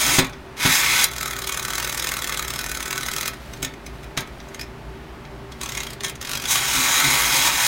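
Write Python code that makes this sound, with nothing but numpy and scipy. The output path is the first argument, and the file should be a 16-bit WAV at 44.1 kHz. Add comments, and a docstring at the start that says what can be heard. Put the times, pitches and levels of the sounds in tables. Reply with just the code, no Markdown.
"""The clockwork of a furry wind-up cat whirs: a fast train of impacts excites the modes of its tin case.
The cat tumbles onto its side on a covered table with damped thuds; under load the works slow to a
tick-tock. A hand rubs the fur as it picks the cat up, jams the works, sets it on its feet and lets go:
the teeth slip and stutter, then the works whir freely again.
Heard from close by, in a room with humming ventilation."""
import sys
import numpy as np
from scipy import signal
from scipy.fft import rfft, irfft
from scipy.io import wavfile
from scipy.ndimage import uniform_filter1d, map_coordinates

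SR = 44100
rng = np.random.default_rng(int(sys.argv[2]) if len(sys.argv) > 2 else 0)


def log_audio(samples):
    """Write samples as a 16-bit WAV file to the path given in sys.argv[1]."""
    # one column per channel
    frames = np.atleast_2d(samples).T
    # limit to full scale, then quantise
    limited = np.clip(frames, -1, 1)
    pcm = np.round(limited * 32767).astype(np.int16)
    wavfile.write(sys.argv[1], SR, pcm)


N = 338247
TIME = np.arange(N) / SR
BINS = np.fft.rfftfreq(4096, 1 / SR)


def amp(db):
    """Amplitude ratio of a level in decibels."""
    return 10 ** (np.asarray(db) / 20)


def unit(x):
    """Normalisation to rms 1."""
    return x / np.sqrt(np.mean(x ** 2) + 1e-20)


def read(points, hz):
    """Interpolation of a table on a logarithmic frequency axis."""
    f, value = np.transpose(points)
    return np.interp(np.log(hz + 1), np.log(f + 1), value)


def add(mix, s, sound):
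    """Superposition of a sound starting at time s."""
    part = mix[max(round(s * SR), 0):][:len(sound)]
    part += sound[:len(part)]


def drift(hz):
    """Random modulation: noise of rms 1, low-passed at hz."""
    rolloff = 1 + (np.fft.rfftfreq(N, 1 / SR) / hz) ** 4
    return unit(irfft(rfft(rng.standard_normal(N)) / rolloff, N))


def colour(x, db):
    """Minimum-phase filter of unit energy, shaped by db on BINS."""
    log_gain = np.log(amp(np.r_[db, db[-2:0:-1]]))
    taps = np.fft.ifft(np.exp(np.conj(signal.hilbert(log_gain)))).real
    return signal.oaconvolve(x, taps / np.linalg.norm(taps))[:N]


def brighten(x, db, corner_hz=5500):
    """Shelving filter: a high-passed copy alters the treble."""
    high = signal.sosfilt(signal.butter(2, corner_hz, "high", fs=SR, output="sos"), x, zi=None)
    high = signal.sosfilt(signal.butter(2, corner_hz, "high", fs=SR, output="sos"), high[::-1])[::-1]
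    return x + (amp(db) - 1) * high


def grit(per_s):
    """Shot noise of rms 1: tiny contacts at random instants."""
    return unit(rng.standard_normal(N) * (rng.random(N) < per_s / SR))


def burst(fall_ms, rise_ms):
    """Force envelope of an impact: exponential rise and decay, peak 1."""
    ms = 1000 * np.arange(SR // 10) / SR
    shape = (1 - np.exp(-ms / rise_ms)) * np.exp(-ms / fall_ms)
    return shape / shape.max()


def roaming(x, patchy_db, per_s, count=56):
    """A moving contact point modulates each band independently, about per_s times a second."""
    hz, t, spectrum = signal.stft(x, SR, nperseg=1024)
    band = (count - 1) * np.sqrt(hz / hz[-1])
    grid = np.meshgrid(band, t * per_s, indexing="ij")
    patches = map_coordinates(rng.standard_normal((count, len(t))), grid, order=1, mode="mirror")
    return unit(signal.istft(spectrum * amp(patchy_db * patches), SR)[1][:N])


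def level_of(runs):
    """Smoothed envelope of runs (t/s, level/dB, ...), silent between them."""
    gain = sum(amp(np.interp(TIME, *np.transpose(run)[:2], left=-200, right=-200)) for run in runs)
    return uniform_filter1d(gain, size=400)


def turning(runs):
    """Envelope of ticking runs (t/s, f/Hz, level/dB)."""
    return level_of([[(s, db) for s, _, db in run] for run in runs])


def swells(rows):
    """Envelope with one arch per row (t/s, duration/s, level/dB)."""
    return sum(amp(db) * np.sqrt(abs(np.sin(np.pi * np.clip((TIME - s) / length, 0, 1))))
               for s, length, db in rows)


# relative spectral density of the airflow: f/Hz, level/dB
AIR_SPECTRUM = [(15, -15), (27, -14), (38, -12.5), (56, 2), (78, -8.5), (100, -20), (135, -8.5),
                (200, -11.5), (400, -10.5), (460, -17), (900, -17), (2000, -22.5), (4000, -31.5),
                (8000, -42), (16000, -47.5)]
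# partials of the hum: f/Hz, relative level/dB
HUM_PARTIALS = [(56, -44.5), (118.4, -46.5), (145.3, -48.5), (231.5, -51), (387.6, -47), (592.2, -54.5),
                (678.3, -56), (882.9, -56.5)]
def ventilation(air_db=-38.5, hum_db=-1):
    """Broadband flow noise plus partials modulated at random in amplitude and frequency."""
    rush = amp(air_db) * colour(rng.standard_normal(N), read(AIR_SPECTRUM, BINS))
    hum = np.zeros(N)
    for hz, db in HUM_PARTIALS:
        waver = 1 + .48 * drift(6.2)
        cycles = np.cumsum(hz + 3.495 * drift(6.94)) / SR
        hum += amp(db) * unit(waver * np.sin(2 * np.pi * cycles))
    return rush + amp(hum_db) * hum


# reverberation time of the room: f/Hz, T60/s
ROOM_DECAY = [(150, 0.17), (1000, 0.33), (4000, 0.19), (8000, 0.087), (15000, 0.12)]
def reverberation(x, delay_s=.004):
    """Diffuse field: dense reflections decay exponentially, each band at its own rate."""
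    taps = rng.standard_normal(SR // 2) * (np.arange(SR // 2) > delay_s * SR)
    hz, t, spectrum = signal.stft(taps, SR, nperseg=128)
    tail = signal.istft(spectrum * amp(-60 * t / read(ROOM_DECAY, hz)[:, None]), SR)[1]
    return signal.oaconvolve(x, tail / np.linalg.norm(tail))[:N]


# the hand moving the cat: t/s, duration/s, level/dB
GRIPS = [(3.25, .5, -47.5), (3.798, 0.35, -54), (4.199, 0.51, -54), (5.495, 0.5, -51)]
# spectrum shared by rubbing, clatter and grinding: f/Hz, level/dB
ROUGH_SPECTRUM = [(120, -3), (500, -10), (900, -3), (2500, -3), (4000, -3.5), (7000, -10.5), (15500, -15.5)]
def fur(uneven_db=-.5):
    """Friction noise: fingers rub the fur during each grip."""
    friction = swells(GRIPS) * amp(uneven_db * drift(25)) * grit(per_s=6300)
    return colour(friction, read(ROUGH_SPECTRUM, BINS))


# modes of the tin case: f/Hz, bandwidth/Hz, peak lying/dB, peak standing/dB
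CASE_MODES = [(885, 145, 1, 5), (1169, 78, 3.5, 9.5), (1288, 87, 8.5, -8.5), (1494, 73, 10, -7),
              (1816, 83, 6, -11), (1940, 63, 6.5, -5), (2152, 197, 9.5, -1.5), (2490, 294, 5, 2),
              (3287, 150, 5.5, 9), (3485, 106, 7.5, -11), (3795, 240, 4.5, 6), (3965, 114, 7.5, -4.5),
              (5120, 610, 2.5, 2), (6294, 420, 6, 5), (6700, 240, 5.5, 7), (7500, 86, 3, -4),
              (8370, 210, 2, 3), (8770, 110, 3, 9), (10600, 300, 3.5, -0.5)]
# posture: t/s, uprightness (0 on its side, 1 on its feet)
POSTURE = [(.2, 0.22), (.55, 0), (3.3, 0), (3.7, 0), (6.3, 0.51), (6.6, 0.33)]
def case(force, contact):
    """Forced vibration: contacts excite the modes of the case, weighted by its posture."""
    hz, width, side_db, feet_db = np.transpose(CASE_MODES)
    peaks = 1 / (1 + (2 * (BINS[:, None] - hz) / width) ** 2)
    upright = np.interp(TIME, *np.transpose(POSTURE))
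    lying, standing = (colour(force, read(contact, BINS) + peaks @ db) for db in (side_db, feet_db))
    return (1 - upright) * lying + upright * standing


# a wire or wheel ringing: t/s, f/Hz, level/dB, T60/s
PINGS = [(.132, 6400, -20, 0.073), (.199, 8150, -22, 0.073), (4.173, 1765, -22, .045),
         (4.612, 5230, -22, .033), (5.521, 3400, -30.5, 0.03)]
def pings(rough=.85):
    """Free vibration: jolted steel parts ring as damped sinusoids with a rough envelope."""
    t, ringing = np.arange(SR // 3) / SR, np.zeros(N)
    for s, hz, db, t60 in PINGS:
        add(ringing, s, amp(db - 60 * t / t60) * np.sin(2 * np.pi * hz * t))
    return ringing * (1 + rough * drift(200))


# impacts on the table: t/s, thud level/dB, clatter level/dB
IMPACTS = [(.185, -11.5, -11), (.652, -16, -15), (3.631, -27, -34), (4.174, -25.5, -20.5),
           (7.072, -27, -27)]
# modes of the padded body on the table: f/Hz, level/dB, T60/s
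BODY_MODES = [(164, -1.5, 0.16), (270.6, -2, 0.11), (364, -8, 0.048), (624, -5, 0.038)]
# spectrum of the padding's dull push: f/Hz, level/dB
PADDING_SPECTRUM = [(25, 6), (60, -2), (130, 3), (300, -5), (600, -7), (1200, -18), (4000, -65)]
def falls(push_db=-5, bounce_s=.034, bounce_thud_db=-9.5, bounce_clatter_db=-20):
    """Inelastic impact: the body thuds, the case clatters, and one weaker bounce follows."""
    t = np.arange(SR // 4) / SR
    ring = sum(amp(db - 60 * t / t60) * np.sin(2 * np.pi * hz * t) for hz, db, t60 in BODY_MODES)
    thud, push, rattle = np.zeros((3, N))
    bounces = np.array(IMPACTS) + [bounce_s, bounce_thud_db, bounce_clatter_db]
    for s, thud_db, clatter_db in np.vstack([IMPACTS, bounces]):
        add(thud, s, amp(thud_db) * ring)
        add(push, s, amp(thud_db + push_db) * burst(fall_ms=9.6, rise_ms=5.7))
        add(rattle, s, amp(clatter_db) * burst(fall_ms=12.6, rise_ms=1.2))
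    padding = colour(push * rng.standard_normal(N), read(PADDING_SPECTRUM, BINS))
    return thud + padding + case(rattle * grit(per_s=7800), ROUGH_SPECTRUM)


# spectrum of a slipping tooth: f/Hz, level/dB
SLIP_SPECTRUM = [(120, -15), (500, -10), (1000, -1.5), (1800, 2), (2800, 1.5), (4500, 0), (6500, -0.5),
                 (10000, -5), (15500, -9)]
def slips(teeth, scrape_s=.0068, scrape_db=-15, neutral_db=-13, slip_db=-11):
    """Impact excitation: each tooth (t/s, level/dB, treble/dB) scrapes, drops and rings the case."""
    force, treble_db = np.zeros((2, N))
    drop, scrape = burst(fall_ms=4.5, rise_ms=1.3), burst(fall_ms=4.5, rise_ms=3.2)
    for s, peak_db, bright_db in sorted(teeth):
        add(force, s - .001, amp(peak_db) * drop)
        add(force, s - scrape_s, amp(peak_db + scrape_db) * scrape)
        treble_db[TIME > s - scrape_s] = bright_db - neutral_db
    contacts = roaming(grit(per_s=12000), patchy_db=4, per_s=30)
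    return amp(slip_db) * case(brighten(force * contacts, treble_db), SLIP_SPECTRUM)


def beats(run, tock_at, load=0, drag=.058, load_db=-1.3):
    """Escapement timing (t/s, level/dB): two blows a cycle, both slowed and softened by load."""
    s, rate, level_db = np.transpose(run)
    running = (TIME >= s[0]) & (TIME <= s[-1])
    swing_hz = np.interp(TIME, s, rate) * (1 - drag * load)
    swings = np.cumsum(swing_hz[running]) / SR
    phases = np.sort(np.r_[np.arange(swings[-1]), np.arange(tock_at, swings[-1])])
    times = np.interp(phases, swings, TIME[running])
    return zip(times, np.interp(times, TIME, np.interp(TIME, s, level_db) + load_db * load))


# single teeth slipping at a jolt: t/s, relative level/dB, treble/dB
CLICKS = [(.3324, -24, -30), (1.041, -6, 0.5), (3.3344, -24, -14), (3.5354, -20, -13.5),
          (3.6276, -10.5, -7.5), (3.6483, -10.5, -10), (3.864, -24, -34), (4.1744, -6, -19),
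          (4.2064, -25, -3), (4.402, -22, -30), (4.546, -19.5, -12.5), (4.595, -16, -17),
          (4.6137, -18.5, -12), (5.251, -27.5, -34), (5.5206, -19.5, -19), (5.7727, -15, -23),
          (6.007, -15, -17), (6.0458, -5, -16), (6.155, -22.5, -15), (6.2135, -13.5, -13.5),
          (6.556, -4, -16)]
# short runs of the jammed works, one list each: t/s, swing f/Hz, relative level/dB
STUTTERS = [
    [(.246, 22, -11.5), (.275, 20, -25), (.37, 10, -43)],
    [(5.613, 26, -12.5), (5.67, 15.4, -13), (5.79, 19.1, -12), (5.87, 12.6, -17), (5.94, 19.2, -20.5)],
    [(6.035, 10.7, -14.5), (6.1, 40, -17.5)],
    [(6.226, 20.4, -16.5), (6.35, 26.7, -8.5), (6.39, 18.5, -14), (6.47, 35, -7)],
]
def jammed(grind_db=-27, faint_db=-30, treble_db=-13, per_grip=3):
    """Stick and slip: teeth give way singly, in runs and faintly at each grip; turning gears grind."""
    grind = amp(grind_db) * turning(STUTTERS) * grit(per_s=5000)
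    stutters = [(s, db + .9 * rng.standard_normal(), treble_db + 2 * rng.standard_normal())
                for run in STUTTERS for s, db in beats(run, tock_at=.494)]
    faint = [(s + length * (k + rng.random()) / per_grip,
              faint_db - .5 * rng.standard_normal(), treble_db)
             for s, length, _ in GRIPS for k in range(per_grip)]
    return slips(CLICKS + stutters + faint) + colour(grind, read(ROUGH_SPECTRUM, BINS))


# resonance of the body's hollow: t/s, f/Hz
CAVITY_PITCH = [(1.1, 1360), (1.8, 1110), (2.4, 1240), (2.65, 1490), (3.12, 1540), (3.22, 1170)]
def cavity(x, cavity_db=-4, width_hz=110):
    """Cavity resonance: the hollow rings along, its pitch shifting as the legs fold."""
    carrier = np.exp(2j * np.pi * np.cumsum(np.interp(TIME, *np.transpose(CAVITY_PITCH))) / SR)
    pole = np.exp(-np.pi * width_hz / SR)
    baseband = signal.lfilter([1 - pole], [1, -pole], x / carrier + 1e-18)
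    return x + amp(cavity_db) * 2 * (carrier * baseband).real


# the works held back by the cat's weight: t/s, swing f/Hz, level/dB
SLOW_RUN = [(1.087, 21.92, -27.5), (1.23, 19.73, -23.2), (1.33, 18.765, -24.2), (1.68, 19.23, -22.4),
            (1.8, 20.86, -21.1), (2.08, 20.44, -21.1), (2.5, 18.485, -24.3), (2.8, 18.8, -24.4),
            (3.29, 20.6, -22.1)]
# spectrum of a tooth on the pallet: f/Hz, level/dB
TICK_SPECTRUM = [(120, -16.5), (400, -2.5), (560, -3.5), (900, -1.5), (1400, 2), (2300, -1), (4500, -1),
                 (7000, -1.5), (10000, -5), (15500, -6.5)]
def tick_tock(crank_turn_s=.28, heaviest_s=1.368, lead_s=.0025, scrape_s=.0035, scrape_db=-11):
    """Escapement under periodic load from the leg crank: teeth scrape the pallet, drop and chatter."""
    load = np.cos(2 * np.pi * (TIME - heaviest_s) / crank_turn_s)
    force = amp(-21) * turning([SLOW_RUN])  # gear noise beneath the blows
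    drop = burst(fall_ms=3.48, rise_ms=2.1)
    for s, db in beats(SLOW_RUN, tock_at=.585, load=load):
        blow = amp(db + .9 * rng.standard_normal()) * drop
        add(force, s - lead_s, blow)
        add(force, s - lead_s - scrape_s * rng.uniform(1, 2.3), amp(scrape_db) * blow)
    contacts = roaming(grit(per_s=20000), patchy_db=2.5, per_s=35)
    treble_db = 2 + .8 * drift(30)
    return case(brighten(force * contacts, treble_db), TICK_SPECTRUM)


# the works running free, one list a run: t/s, relative level/dB, treble/dB (flat at neutral_db)
FREE_RUNS = [
    [(0, -18, -2.5), (.17, -19.5, -4.5), (.2, -14, -9)],
    [(.565, -40.5, -11), (.61, -23.5, -7.5), (.66, -20, -6), (.775, -18, -1.5), (.83, -19.5, -6.5),
     (1.04, -18, -3), (1.075, -40, -8)],
    [(6.47, -30, -4), (6.515, -17.5, 0), (6.555, -20, -2.5), (6.6, -21, -7.5), (6.75, -19.5, -4.5),
     (7.06, -17, -6.5), (7.33, -18.5, -5.5), (7.475, -16.5, -4.5), (7.51, -21.5, -7), (7.67, -17, -4.5)],
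]
# swing rate of the free governor: t/s, f/Hz
GOVERNOR_RATE = [(0, 143), (.8, 147), (6.5, 124), (7.08, 137), (7.6, 135)]
# the cat pressing on the table, which trembles: t/s, duration/s, level/dB relative to the run
TREMBLES = [(.04, 0.15, -16), (6.72, 0.14, -17.5), (6.93, 0.26, -20.5), (7.22, .28, -22)]
# spectrum of the governor's contacts: f/Hz, level/dB
WHIR_SPECTRUM = [(120, -20), (400, -15), (560, -7), (900, 1.5), (1400, -1), (2300, 1), (4500, -2.5),
                 (7000, -4.5), (10000, -8.5), (15500, -11.5)]
def whir(wander=.04, jitter=.12, uneven_db=2.5, gear_db=-4, whir_db=-1, neutral_db=-9.5, shake_db=-30):
    """Quasi-periodic impacts: the governor strikes twice a swing over gear hiss and shakes the table."""
    level = level_of(FREE_RUNS)
    run_s, _, bright_db = np.vstack(FREE_RUNS).T
    treble_db = np.interp(TIME, run_s, bright_db) - neutral_db
    swing_hz = np.interp(TIME, *np.transpose(GOVERNOR_RATE))
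    swings = np.cumsum(swing_hz * (1 + wander * drift(6) + jitter * drift(150))) / SR
    strikes = (np.diff(np.floor(2 * swings), prepend=0) > 0) * amp(uneven_db * rng.standard_normal(N))
    chatter = unit(signal.oaconvolve(strikes, burst(fall_ms=4.4, rise_ms=.077))[:N])
    contacts = chatter * grit(per_s=25000) + amp(gear_db) * grit(per_s=20000)
    force = roaming(contacts, patchy_db=1.7, per_s=10)
    fundamental = np.sin(2 * np.pi * swings) * (.5 + drift(25))
    octave = 1.6 * np.sin(4 * np.pi * swings) * (1 + .5 * drift(23))
    shake = (amp(shake_db) + swells(TREMBLES)) * unit(fundamental + octave)
    return amp(whir_db) * case(brighten(level * force, treble_db), WHIR_SPECTRUM) + level * shake


def scene(room_db=-8):
    """Superposition of direct sound, reverberation and ventilation, alike in both channels."""
    toy = whir() + cavity(tick_tock()) + jammed() + pings() + falls() + fur()
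    mono = toy + amp(room_db) * reverberation(toy) + ventilation()
    return np.array([mono, mono])


def record(dry, gain_db=-1, cutoff_hz=16050):
    """Band limiting by a linear-phase low-pass filter."""
    lowpass = signal.firwin(511, cutoff_hz, window=("kaiser", 9), fs=SR)
    return amp(gain_db) * signal.oaconvolve(dry, lowpass[None], "same")


dry = scene()
out = record(dry)
log_audio(out)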